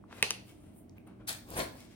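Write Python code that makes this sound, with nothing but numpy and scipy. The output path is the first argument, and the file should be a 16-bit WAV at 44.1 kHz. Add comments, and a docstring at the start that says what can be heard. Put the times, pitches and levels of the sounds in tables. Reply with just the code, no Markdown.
"""A handbag's metal clasp snaps shut and clicks once more, close by in a quiet living room.
Each click cracks, rings the metal and thumps the hollow bag. Hands tap and rub the leather.
The chain strap slithers and the fittings rattle as the bag is swung aside; it slides onto
a sofa with a soft bump. Friction is tiny slips over hiss. A low hum fills the room."""
import sys
import numpy as np
from scipy import signal
from scipy.fft import rfft, irfft
from scipy.io import wavfile

SR = 44100
rng = np.random.default_rng(int(sys.argv[2]) if len(sys.argv) > 2 else 0)


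def bounce(signal):
    """Save signal as a 16-bit WAV file at the path given by the first command-line argument."""
    frames = np.transpose(np.atleast_2d(signal))
    limited = np.clip(frames, -1, 1)
    pcm = np.round(limited * 32767).astype(np.int16)
    wavfile.write(sys.argv[1], SR, pcm)


N = 85995
T = np.arange(N) / SR
HZ = np.fft.rfftfreq(N, 1 / SR)
LAP_LAG_S, SOFA_LAG_S, SEAT_LAG_S = 0.000088, 0.00026, 0.00054  # right microphone hears later

# Room hum. Each row: frequency in Hz, level in dB.
HUM_LINES = [(96, -63.5), (119, -64), (194, -64), (241, -67), (308, -67.5)]
# Room air. Each row: frequency in Hz, left-right correlation.
AIR_COHERENCE = [(30, 0.78), (120, 0.75), (300, 0.42), (700, 0.11), (1500, 0.069), (15000, 0.081)]
# Reverberation. Each row: frequency in Hz, T60 in seconds.
ROOM_DECAY = [(150, 0.49), (600, 0.46), (2700, 0.35), (5000, 0.37), (9000, 0.3), (12000, 0.21),
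              (15000, 0.5)]
# Nearby surfaces. Each row: delay in seconds, gain in dB.
REFLECTIONS = [(.0068, -11.5), (0.0125, -19.5), (0.0153, -19.5)]
# Fingers and fittings. Each row: start in seconds, level in dB, centre in Hz, width in octaves.
TAP_EVENTS = [(0.0393, -47.5, 1100, 0.33), (.111, -44, 1137, 0.5), (0.1277, -34, 1310, 1.02),
              (0.3058, -24.5, 10200, 0.14), (0.8956, -47.5, 5500, 0.46), (.982, -46.5, 2380, 0.19),
              (0.982, -52.5, 14400, .15), (1.075, -52, 9360, 0.11), (1.293, -20.5, 4800, 0.55),
              (1.329, -24, 8950, 0.7), (1.365, -54, 14300, 0.22), (1.489, -38, 13500, 0.58),
              (1.5046, -26, 11600, 0.67), (1.593, -20, 2500, 2.2), (1.805, -32.5, 8900, 2.5)]
# Clasp clicks. Each row: start in seconds, crack, thud and room levels in dB,
# room tilt in dB per octave, left over right in dB.
CLASP_CLICKS = [(.2266, -8, -28, -8, 0, -2.5), (.3066, -15.5, -39.5, -18, -0.1, 1)]
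# Short clack of the catch, then faint ring of its plate. Each row: frequency in Hz,
# T60 in seconds, snap level in dB, second click level in dB.
CLASP_MODES = [(900, 0.006, -40, -51), (1230, 0.01, -24.5, -26), (1538, 0.016, -36, -33),
               (1980, 0.02, -24, -43.5), (2170, 0.019, -16, -53.5), (2540, 0.011, -7.5, -48),
               (2856, 0.0072, -23, -16), (3660, .011, -17, -24.5), (4995, 0.018, -26, -24.5),
               (6050, 0.0088, -18, -15.5), (9040, 0.004, -9.5, -24), (10070, .003, -26.5, -14),
               (2125, 0.4, -46, -66), (2560, 0.36, -41.5, -61.5), (2760, .33, -41.5, -53.5),
               (3044, .18, -42.5, -49), (4310, 0.4, -42, -65.5)]
# Hollow bag. Each row: frequency in Hz, T60 in seconds, level in dB.
BAG_MODES = [(151.2, 0.041, -6), (221, 0.078, -7.5), (292, 0.025, -3), (443, 0.031, 3), (853, 0.026, -0.5),
             (1130, 0.074, -12.5)]

# Friction strokes. 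Each row: peak time, rise and fall in seconds, level in dB, tilt in dB per octave.
RUB_STROKES = [(.135, 0.034, 0.036, -56, 1.5), (.19, 0.022, 0.032, -53.5, 2), (.5, 0.032, 0.024, -62, 6.5),
               (.67, 0.12, 0.12, -73.5, 2), (.978, 0.017, 0.0091, -67, 0.5),
               (1.078, 0.0096, 0.038, -56.5, -2.5), (1.208, 0.011, 0.026, -55.5, -4),
               (1.52, 0.031, 0.0094, -60, -3), (1.81, 0.059, 0.063, -59.5, 6), (1.92, 0.017, 0.048, -66, 6)]
SIZZLE_STROKES = [(.18, 0.045, 0.073, -58.5, -7), (.5, 0.07, 0.032, -64.5, 1), (.67, 0.1, 0.054, -63, -8),
                  (.79, 0.041, 0.029, -60, 4), (.982, 0.013, 0.017, -68.5, 9),
                  (1.07, 0.004, 0.015, -67, -2.5), (1.288, 0.0076, 0.011, -32, 2),
                  (1.47, 0.047, 0.034, -82, 8), (1.585, 0.022, 0.032, -36.5, -5.5),
                  (1.78, 0.047, .06, -64, -4)]
SLITHER_STROKES = [(1.279, 0.0048, 0.0086, -40.5, 2.5), (1.295, 0.012, 0.029, -35, -0.55)]
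RATTLE_STROKES = [(1.287, 0.0087, 0.0089, -42.5, -2), (1.517, 0.0032, .01, -49, -9),
                  (1.547, 0.0089, 0.019, -49, -6), (1.606, 0.0097, 0.015, -41.5, 2)]
BUMP_STROKES = [(1.307, 0.015, 0.038, -50, 0), (1.55, 0.069, 0.075, -48, 1),
                (1.605, 0.071, 0.094, -49, 1.5)]
THUD_STROKES = [(1.52, 0.0081, 0.01, -49, -2), (1.603, 0.021, 0.031, -36, -2.5)]
SLIDE_STROKES = [(1.55, 0.062, 0.016, -51.5, 5), (1.577, 0.016, 0.01, -37, -2.4),
                 (1.602, .018, 0.022, -32.5, -1)]

# Spectra of sources and paths. Each row: frequency in Hz, relative level in dB.
AIR_SPECTRUM = [(10, -39), (25, -26), (45, -6.5), (100, -7), (260, -5.5), (320, -3.5), (420, -13),
                (520, -19.5), (620, -13.5), (1000, -28.5), (1500, -35), (2200, -35.5), (4000, -45.5),
                (6700, -50), (9900, -44.5), (12800, -57), (15500, -47.5)]
LEATHER_SPECTRUM = [(100, -2), (400, 8), (1200, 4), (1800, -1), (2400, 0.5), (3800, -7.5), (6000, -14.5),
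                    (10000, -23), (16000, -40.5)]
SIZZLE_SPECTRUM = [(3000, -31), (6000, -15), (9000, 2), (11500, -4), (12700, -16), (14000, 0.5),
                   (15500, 0.5)]
CRACK_SPECTRUM = [(100, -38.5), (600, -29.5), (1500, -17), (3000, -11), (4200, 6), (7000, -5.5), (10000, 9),
                  (12000, -2), (13500, -4.5), (16000, -1.5)]
SEND_SPECTRUM = [(100, -20.5), (250, -19.5), (460, -4.5), (650, -10), (850, -7.5), (1100, -11.5),
                 (1600, -14), (1950, -7.5), (2300, -7.5), (2700, -1), (3300, -8.5), (3900, -10.5),
                 (4600, -7.5), (5300, -13.5), (6000, -10.5), (7300, -19.5), (9500, -14), (11500, -20),
                 (13000, -29), (14500, -28), (16000, -37)]  # clasp into the room
ECHO_SPECTRUM = [(200, -6), (3000, -1), (7000, -2), (11000, -8), (15000, -23.5)]
CHAIN_SPECTRUM = [(100, -1), (350, -3), (600, 1), (780, 6.5), (1000, 1.5), (1800, 5.5), (2400, 5),
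                  (2900, 0.5), (3700, 6), (5000, 3), (6200, 2), (7300, -0.5), (9500, 7), (12500, -5),
                  (15000, -5.5)]
FITTINGS_SPECTRUM = [(1000, -35), (1400, -32), (1550, -1), (1700, -22), (3800, -15), (4250, -1), (4550, -4),
                     (5100, -10), (8000, -33)]
CUSHION_SPECTRUM = [(25, -18), (50, 0), (150, -2), (280, -13), (550, -10), (900, -14.5), (2500, -40)]
SEAT_SPECTRUM = [(200, -26), (300, -6.5), (355, -1), (420, -22), (515, -0.5), (590, -6), (700, -20),
                 (1500, -26)]
SOFA_SPECTRUM = [(88, -26), (150, -9), (250, -10), (350, -5.5), (519, -4.5), (780, -6.5), (860, -12),
                 (1020, -4), (1290, -11), (1510, -7), (1830, -7), (4480, -15.5), (5330, -18.5),
                 (9000, -18.5), (12500, -27), (15500, -28.5)]


def amp(db):
    """Decibels to gain."""
    return 10 ** (np.asarray(db) / 20)


def unit_rms(x):
    """Scale to rms 1."""
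    return x / np.sqrt(np.mean(x ** 2) + 1e-20)


def curve(points, hz=HZ):
    """Interpolate on a log-frequency axis."""
    knots_hz, values = np.transpose(points)
    return np.interp(np.log(hz + 1), np.log(knots_hz + 1), values)


def colour(x, gain_db):
    """Filter by a curve over HZ."""
    return irfft(rfft(x) * amp(gain_db), N)


def delay(x, lag_s):
    """Fractional-sample delay."""
    hz = np.fft.rfftfreq(2 * N, 1 / SR)
    return irfft(rfft(x, 2 * N) * np.exp(-2j * np.pi * hz * lag_s))[:N]


def pair(x, lag_s):
    """Stereo pair, right channel late."""
    return np.array([x, delay(x, lag_s)])


def balance(left_db):
    """Stereo gains, left over right."""
    return amp([[left_db / 2], [-left_db / 2]])


def blend(shared, own, coherence):
    """Equal-power mix of two noises, per frequency."""
    return irfft(rfft(shared) * coherence + rfft(own) * np.sqrt(1 - coherence ** 2), N)


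def pulse(spectrum_db):
    """Minimum-phase click of peak 1."""
    cepstrum = irfft(np.log(amp(np.maximum(spectrum_db, -70))), N)
    cepstrum[1:N // 2] *= 2
    cepstrum[N // 2:] = 0
    click = irfft(np.exp(rfft(cepstrum)), N)
    return click / abs(click).max()


def ring(modes, attack_s):
    """Damped sines with a linear attack."""
    t = T[:SR // 4]
    sines = sum(amp(db - 60 * t / t60_s) * np.sin(2 * np.pi * hz * t) for hz, t60_s, db in modes)
    return np.pad(sines, (0, N - len(t))) * np.minimum(T / attack_s, 1)


def reverb(x, gap_s=0.0018, build_s=0.014, mono_hz=300):
    """Diffuse stereo tail: decay per band, coherent only in the bass."""
    hz, t, (left, own) = signal.stft(rng.standard_normal((2, SR)), SR, nperseg=256)
    coherence = np.exp(-(hz[:, None] / mono_hz) ** 2)
    right = coherence * left + np.sqrt(1 - coherence ** 2) * own
    t60_s = curve(ROOM_DECAY, hz)[:, None]
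    bands = np.array([left, right]) * amp(-60 * t / t60_s) / np.sqrt(t60_s)
    tail = signal.istft(bands, SR, nperseg=256)[1][:, :SR]
    tail *= np.clip((T[:SR] - gap_s) / build_s, 0, 1)
    return signal.fftconvolve(x[None], tail / np.linalg.norm(tail[0]), axes=1)[:, :N]


def ripple_db(depth_db=2.5, spacing_hz=155.1):
    """Random spectral peaks and dips from nearby surfaces."""
    knots_hz = np.arange(0, SR, spacing_hz)
    return depth_db * np.interp(HZ, knots_hz, rng.standard_normal(N)[:len(knots_hz)])


def friction(strokes, spectrum, lag_s, slips_per_s, slip_db, wet_db, left_db, split_hz, spread_db=13):
    """Strokes of tiny slips over hiss; channels independent above split_hz."""
    sizes = amp(spread_db * rng.random((2, N)) ** 2) * rng.choice([-1, 1], (2, N))
    slips = sizes * (rng.random((2, N)) < slips_per_s / SR)
    left, own = rng.standard_normal((2, N)) + amp(slip_db) * unit_rms(slips)
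    coherence = 1 / np.sqrt(1 + (HZ / split_hz) ** 4)
    noise = np.array([left, blend(delay(left, lag_s), own, coherence)])
    shape_db, octaves = curve(spectrum), np.log2((HZ + 50) / 1000)
    out = np.zeros((2, N))
    for peak_s, rise_s, fall_s, db, tilt_db_per_oct in strokes:
        age_s = T - peak_s
        envelope = np.exp(-(np.minimum(age_s, 0) / rise_s) ** 2 - np.maximum(age_s, 0) / fall_s)
        texture = colour(noise, shape_db + tilt_db_per_oct * octaves + ripple_db())
        out += amp(db) * envelope * unit_rms(texture)
    return out * balance(left_db) + amp(wet_db) * reverb(out[0])


def room_air(level_db=-56):
    """Steady low noise, most coherent in the bass."""
    left, own = rng.standard_normal((2, N))
    noise = np.array([left, blend(left, own, curve(AIR_COHERENCE))])
    return amp(level_db) * unit_rms(colour(noise, curve(AIR_SPECTRUM))) * balance(left_db=-0.5)


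def room_hum(waver=0.87, waver_hz=6):
    """Low tones wavering in level and phase."""
    out, lowpass = np.zeros(N), np.exp(-(HZ / waver_hz) ** 2)
    for hz, db in HUM_LINES:
        swell, drift = unit_rms(irfft(rfft(rng.standard_normal((2, N))) * lowpass, N))
        tone = np.sin(2 * np.pi * (hz * T + rng.random()) + waver * drift)
        out += amp(db) * unit_rms((1 + waver * swell / 2) * tone)
    return out


def taps(wet_db=-9, swing_s=(0.37, 1.15)):
    """Dead clicks of fingers, rings and links, moving aside with the bag."""
    out = np.zeros((2, N))
    for start_s, db, centre_hz, width_oct in TAP_EVENTS:
        octaves = np.log2((HZ + 1) / centre_hz)
        tick = pulse(-40 * np.log10(1 + (octaves / width_oct) ** 2 / 2))
        lag_s = np.interp(start_s, swing_s, [LAP_LAG_S, SOFA_LAG_S])
        out += amp(db) * pair(delay(tick, start_s), lag_s)
    return out + amp(wet_db) * reverb(out[0])


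def leather_rub():
    """Hands slip over the leather."""
    return friction(RUB_STROKES, LEATHER_SPECTRUM, LAP_LAG_S,
                    slips_per_s=2200, slip_db=-2, wet_db=-3.5, left_db=4, split_hz=2800)


def chain_sizzle():
    """Faint treble of the moving chain."""
    return friction(SIZZLE_STROKES, SIZZLE_SPECTRUM, LAP_LAG_S,
                    slips_per_s=1500, slip_db=5, wet_db=-11, left_db=0.5, split_hz=15000)


def clasp(seating_s=0.00039, thud_lag_s=0.002):
    """The catch cracks and rings as it seats; bag and room answer late."""
    crack, send = pulse(curve(CRACK_SPECTRUM)), pulse(curve(SEND_SPECTRUM))
    octaves = np.log2((HZ + 50) / 3000)
    out = np.zeros((2, N))
    for k, (start_s, crack_db, thud_db, room_db, tilt_db_per_oct, left_db) in enumerate(CLASP_CLICKS):
        metal = ring([(hz, t60_s, levels_db[k]) for hz, t60_s, *levels_db in CLASP_MODES], seating_s)
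        thud = amp(thud_db) * ring(BAG_MODES, attack_s=thud_lag_s)
        direct = delay(metal + amp(crack_db) * crack, start_s) + delay(thud, start_s + thud_lag_s)
        echoes = sum(amp(db) * delay(direct, lag_s) for lag_s, db in REFLECTIONS)
        near = direct + colour(echoes, curve(ECHO_SPECTRUM))
        tail = reverb(colour(delay(send, start_s), tilt_db_per_oct * octaves))
        out += pair(near, LAP_LAG_S) * balance(left_db) + amp(room_db) * tail
    return out


def strap_slither():
    """The chain strap slides as the bag swings aside."""
    return friction(SLITHER_STROKES, CHAIN_SPECTRUM, SOFA_LAG_S,
                    slips_per_s=3000, slip_db=0, wet_db=-7, left_db=2.5, split_hz=2700)


def fittings_rattle():
    """Metal fittings shake as the bag is swung and lowered."""
    return friction(RATTLE_STROKES, FITTINGS_SPECTRUM, SOFA_LAG_S,
                    slips_per_s=530, slip_db=5, wet_db=-3, left_db=3, split_hz=4500)


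def cushion_bump():
    """Soft bass bumps of the cushion."""
    return friction(BUMP_STROKES, CUSHION_SPECTRUM, SOFA_LAG_S,
                    slips_per_s=300, slip_db=-0.5, wet_db=-19, left_db=1, split_hz=7000)


def seat_thud():
    """The bag touches the seat, then its weight lands."""
    return friction(THUD_STROKES, SEAT_SPECTRUM, SEAT_LAG_S,
                    slips_per_s=430, slip_db=-3, wet_db=-11.5, left_db=0, split_hz=840)


def sofa_slide():
    """The bag drags over the sofa."""
    return friction(SLIDE_STROKES, SOFA_SPECTRUM, SOFA_LAG_S,
                    slips_per_s=2500, slip_db=1, wet_db=-5, left_db=3, split_hz=1670)


def scene():
    """Stereo sum of bag, sofa and room."""
    handling = clasp() + taps() + leather_rub() + chain_sizzle() + strap_slither()
    landing = sofa_slide() + fittings_rattle() + seat_thud() + cushion_bump()
    return handling + landing + room_air() + room_hum()


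def record(dry, low_cut_hz=35, high_cut_hz=16250):
    """Microphone low cut, then band limit."""
    highpass = signal.butter(4, low_cut_hz, "high", fs=SR, output="sos")
    lowpass = signal.firwin(301, high_cut_hz, window=("kaiser", 9), fs=SR)
    return signal.oaconvolve(signal.sosfilt(highpass, dry), lowpass[None], "same")


dry = scene()
out = record(dry)
bounce(out)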